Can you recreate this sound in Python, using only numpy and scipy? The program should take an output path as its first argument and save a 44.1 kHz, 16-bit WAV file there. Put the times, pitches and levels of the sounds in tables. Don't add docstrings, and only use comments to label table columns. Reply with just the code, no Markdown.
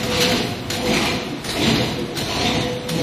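import sys
import numpy as np
from scipy import signal
from scipy.fft import rfft, irfft, next_fast_len
from scipy.io import wavfile
from scipy.ndimage import uniform_filter1d, map_coordinates

SR = 44100
rng = np.random.default_rng(int(sys.argv[2]) if len(sys.argv) > 2 else 0)


def unload_wav(signal):
    wavfile.write(
        sys.argv[1],
        SR,
        np.round(np.clip(np.atleast_2d(signal).T, -1, 1) * 32767).astype(np.int16),
    )


def ratio_of_db(decibels):
    return 10 ** (np.asarray(decibels, float) / 20)


N = 133182
LEAD = SR

# t/s at full speed, scrape level/dB, rumble level/dB
STROKES = [
    (-.49, -9.5, -13),
    (0.24, -30, -25.5),
    (0.968, -26, -24.5),
    (1.698, -26.5, -25),
    (2.428, -24.5, -25),
    (3.16, -23, -23.5),
]
# t/s, level/dB, decay t60/s
CATCH_BLOWS = [
    (-.02, -31.5, 0.55),
    (.033, -17.5, 0.088),
    (.7, -17, .12),
    (.727, -29.5, 0.37),
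    (1.442, -27.5, 0.91),
    (1.485, -25.5, 0.12),
    (2.155, -22.5, 0.075),
    (2.168, -25, 0.42),
    (2.885, -28.5, 0.7),
    (2.945, -35, 0.13),
]
# f/Hz, density level/dB
STEEL_SPECTRUM = [(710, -47), (1200, -3.5), (1480, -2.5), (4150, -4.5), (7180, -10), (7640, -16.5),
                  (9200, -10.5), (13200, -17), (14200, -13)]
# f/Hz, width/Hz, level/dB over the spectrum
STEEL_MODES = [(2050, 82, -5.5), (3025, 170, -11), (3240, 150, -9.5), (3650, 220, -3.5), (4066, 280, 1.5),
               (6026, 180, -2), (7070, 160, -5)]
# f/Hz, width/Hz, level/dB over the rumble
FRAME_MODES = [(126.4, 37, 2), (230.3, 34, 1.5), (342, 100, -3), (454, 81, -15), (700, 70, 5.5)]


def clock():
    return np.arange(-LEAD, N) / SR


def unit(x):
    return x / np.sqrt(np.mean(x ** 2) + 1e-20)


def along(points, hz):
    f, value = np.transpose(points)
    return np.interp(np.log(hz + 1), np.log(f + 1), value)


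def wobble(rate):
    knots = rng.standard_normal(int((N + LEAD) * 60 / SR))
    return map_coordinates(knots, [np.arange(N + LEAD) * min(rate, 55) / SR])


def coloured(x, spectrum, peaks=()):
    m = next_fast_len(len(x) + SR // 4)
    f = np.fft.rfftfreq(m, 1 / SR)
    ring = 1
    for centre, width, db in peaks:
        ring = ring + ratio_of_db(db) * 1j * f * width / (centre * centre - f * f + 1j * f * width)
    shaped = rfft(x, m) * ratio_of_db(along(spectrum, f)) * ring
    return unit(irfft(shaped, m)[:len(x)])


def grains(spiky_db, patchy_db):
    uneven = np.repeat(rng.exponential(1, (N + LEAD) // 40 + 1), 40)[:N + LEAD]
    contacts = ratio_of_db(spiky_db * uneven) * rng.standard_normal(N + LEAD)
    z = signal.stft(contacts, nperseg=512)[2]
    patches = uniform_filter1d(uniform_filter1d(rng.standard_normal(z.shape), 5, 0), 8, 1)
    return signal.istft(z * ratio_of_db(patchy_db * unit(patches)), nperseg=512)[1][:N + LEAD]


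def speed(levels, lag, wider):
    speed_up_s, hold_s, slow_down_s = 0.19, 0.067, 0.13
    t = clock() - lag
    total = 0
    for s, db in levels:
        before = np.clip((s - t) / speed_up_s / wider, 0, None)
        after = np.clip((t - s - hold_s) / slow_down_s / wider, 0, None)
        total = total + ratio_of_db(db) * np.exp(-before ** 2) * np.exp(-after ** 2)
    return total


def bursts(rows, rise):
    t = clock()
    total = 0
    for s, db, t60 in rows:
        after = np.clip(t - s, 0, None)
        total = total + ratio_of_db(db - 60 * after / t60) * (1 - np.exp(-after / rise))
    return total


def scrape():
    # t/s, level/dB, rattle t60/s
    slap_rows = [(.11, -22.5, 0.79), (.2, -13, 0.19), (.32, -27, 0.3), (.856, -21.5, 0.11),
                 (.935, -15.5, 0.13), (1.05, -21, 0.087), (1.62, -27, 0.29), (1.66, -26.5, 0.23),
                 (1.742, -32.5, 0.16), (1.991, -25.5, 0.079), (2.405, -18.5, 0.078), (2.49, -49, 0.083)]
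    # f/Hz, density level/dB
    board_spectrum = [(530, -47.5), (900, -3.5), (1070, -2.5), (1600, -6.5), (2240, -0.5), (3900, -4.5),
                      (8360, -18.5), (11500, -23.5), (14200, -23.5)]
    strokes = speed([(s, db) for s, db, _ in STROKES], lag=0, wider=1)
    drive = strokes * ratio_of_db(2.0 * wobble(45)) + bursts(slap_rows, rise=0.014)
    return drive * coloured(grains(spiky_db=1.03, patchy_db=2.5), board_spectrum, STEEL_MODES)


def catch():
    rattle = coloured(grains(spiky_db=-2.5, patchy_db=2.0), STEEL_SPECTRUM, STEEL_MODES)
    return bursts(CATCH_BLOWS, rise=0.0021) * ratio_of_db(2.3 * wobble(50)) * rattle


def frame():
    # t/s, level/dB, f/Hz
    boom_rows = [(0.028, -19.5, 235), (0.35, -25, 470), (.19, -24.5, 229), (0.12, -28, 320),
                 (0.18, -24.5, 150), (2.4, -25, 690), (1.78, -26.5, 530), (1.98, -23.5, 480),
                 (.77, -20.5, 240), (2.9, -17, 160), (0.18, -20.5, 170), (.2, -32.5, 880), (.29, -20, 710),
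                 (3.5, -28, 910), (2.3, -24.5, 1000), (0.29, -21.5, 238), (.49, -21.5, 120),
                 (0.67, -21.5, 110), (1.5, -36, 300), (.94, -16, 350), (1.0, -28.5, 118), (1.3, -25, 290),
                 (1.269, -25, 120), (1.46, -34, 440), (1.66, -14.5, 220), (1.7, -22, 290), (2.0, -20, 340),
                 (2.5, -27.5, 280), (2.442, -16.5, 250), (2.44, -19.5, 715), (2.6, -19.5, 127),
                 (3.1, -21, 128), (2.95, -18.5, 290)]
    # f/Hz, density level/dB
    rumble_spectrum = [(25, -38), (40, -10.5), (55, -2.5), (120, -4.5), (300, -2.5), (600, -9),
                       (1000, -12.5), (1600, -67)]
    strokes = speed([(s, db) for s, _, db in STROKES], lag=0.014, wider=1.17)
    drive = strokes + bursts(CATCH_BLOWS, rise=0.03)
    booms = 0
    for s, db, hz in boom_rows:
        phase = 2 * np.pi * hz * clock() + 2.4 * wobble(18)
        booms = booms + bursts([(s, db + 2.5, 0.25)], rise=0.012) * np.sin(phase)
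    rumble = coloured(grains(spiky_db=0.2, patchy_db=2.5), rumble_spectrum, FRAME_MODES)
    return booms + drive * ratio_of_db(1.3 * wobble(14)) * rumble


def motor():
    # t/s, level/dB
    hum_levels = [(0, -29), (.23, -25), (.33, -29), (.38, -39), (.43, -32), (.5, -42), (.62, -52),
                  (.74, -33), (.8, -39), (.86, -26), (.91, -25), (.96, -42), (1.08, -37), (1.2, -32),
                  (1.32, -46), (1.74, -46), (1.81, -26), (1.89, -46), (1.99, -33), (2.07, -50), (2.42, -46),
                  (2.5, -28), (2.55, -26), (2.6, -33), (2.71, -25), (2.79, -32), (3.02, -28)]
    hum_hz = 496.8
    s, db = np.transpose(hum_levels)
    phase = 2 * np.pi * hum_hz * clock() + 0.6 * wobble(10) + 0.6 * wobble(45)
    level_db = np.interp(clock(), s, db) + 2.2 * wobble(30)
    return np.sqrt(2) * ratio_of_db(level_db) * np.sin(phase)


def floor():
    # f/Hz, density level/dB
    floor_spectrum = [(25, -19), (55, -12), (250, -4.5), (600, -8.5), (1450, -17), (4000, -19.5),
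                      (5500, -26.5), (14200, -39.5)]
    steady = grains(spiky_db=0.5, patchy_db=0.8)
    return ratio_of_db(-32.5 + 0.22 * wobble(3.52)) * coloured(steady, floor_spectrum, FRAME_MODES[:2])


def knocks():
    # t/s, peak level/dB, decay t60/s
    knock_rows = [(0.031, -9, 0.075), (0.099, -11.5, 0.06), (0.1356, -15, 0.044), (0.2047, -5, 0.086),
                  (0.2194, -7, 0.088), (0.2932, -11.5, 0.085), (0.3178, -7.5, 0.07), (0.378, -13.5, 0.086),
                  (0.701, -20, 0.078), (0.7164, -12, 0.049), (0.7294, -18, 0.097), (0.855, -11.5, 0.061),
                  (0.9375, -9, 0.08), (0.963, -9, 0.076), (1.037, -15, 0.051), (1.054, -10, 0.07),
                  (1.4436, -22, 0.07), (1.457, -14.5, 0.14), (1.618, -18, 0.083), (1.698, -15, 0.07),
                  (1.7415, -13.5, 0.07), (1.8173, -13.5, 0.058), (1.99, -19, 0.056), (2.1555, -20.5, 0.061),
                  (2.1694, -19, 0.089), (2.173, -13, 0.088), (2.3117, -16, 0.059), (2.6038, -13, 0.062),
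                  (2.729, -18.5, 0.056), (2.889, -10, 0.08)]
    steel = coloured(grains(spiky_db=1.9, patchy_db=2.5), STEEL_SPECTRUM)
    return ratio_of_db(-12.5) * bursts(knock_rows, rise=0.0012) * steel


def hall(x):
    # f/Hz, t60/s
    decay_times = [(100, 1.65), (500, 1.05), (3000, 1.03), (8000, 0.77), (14000, 1.44)]
    hz, t, z = signal.stft(rng.standard_normal(3 * SR // 2), SR, nperseg=256)
    decay_db = -60 * t / along(decay_times, hz)[:, None]
    tail = signal.istft(z * ratio_of_db(decay_db), SR, nperseg=256)[1]
    delayed = np.pad(x, (500, 0))
    return signal.fftconvolve(delayed, tail / np.linalg.norm(tail))[:len(x)]


def thinned(x):
    # f/Hz, step over the band level/dB
    coarseness = [(2000, -12), (4000, -2), (5200, 4.5), (7000, 7.5), (9000, 9.3), (12000, 9), (13500, 9.3),
                  (13900, 16)]
    step_follows, frame_scatter_db, step_scatter_db = 0.87, 1.2, 3
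    attack_db, top_hz = 10.8, 14300
    window = signal.windows.kaiser_bessel_derived(2048, 4 * np.pi)
    f, _, z = signal.stft(np.pad(x, (200, 0)), SR, window, 2048)
    band = np.minimum(np.arange(len(f)) // 32, 31)
    power = np.mean(abs(z[:-1].reshape(32, 32, -1)) ** 2, 1)
    level_db = 10 * np.log10(power + 1e-20)
    step_db = step_follows * level_db + (1 - step_follows) * level_db.mean(1, keepdims=True)
    step_db = step_db + frame_scatter_db * rng.standard_normal(step_db.shape[1])
    scatter = unit(uniform_filter1d(rng.standard_normal(step_db.shape), size=2))
    step_db = step_db + step_scatter_db * scatter
    step = ratio_of_db(step_db[band] + along(coarseness, f)[:, None])
    treble_db = level_db[6:18].mean(0)
    attack = treble_db - np.roll(treble_db, 1) > attack_db
    passes = attack | np.roll(attack, -1)
    rounded = np.round(abs(z) / step) * step * z / (abs(z) + 1e-20)
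    kept = np.where(passes, z, rounded) * (f < top_hz)[:, None]
    return signal.istft(kept, SR, window, 2048)[1][200:][:N]


def scene():
    machine = ratio_of_db(-1.0) * (scrape() + catch() + frame())
    far = motor() + floor()
    near = knocks()
    reverberant = ratio_of_db(-1) * hall(machine + ratio_of_db(-2) * near)
    return (machine + near + reverberant + far)[None, LEAD:]


def top_cut(x):
    return signal.sosfilt(signal.butter(12, 14360, fs=SR, output="sos"), x)


def record(dry):
    mix = thinned(dry[0])[None]
    return top_cut(mix)


dry = scene()
out = record(dry)
unload_wav(out)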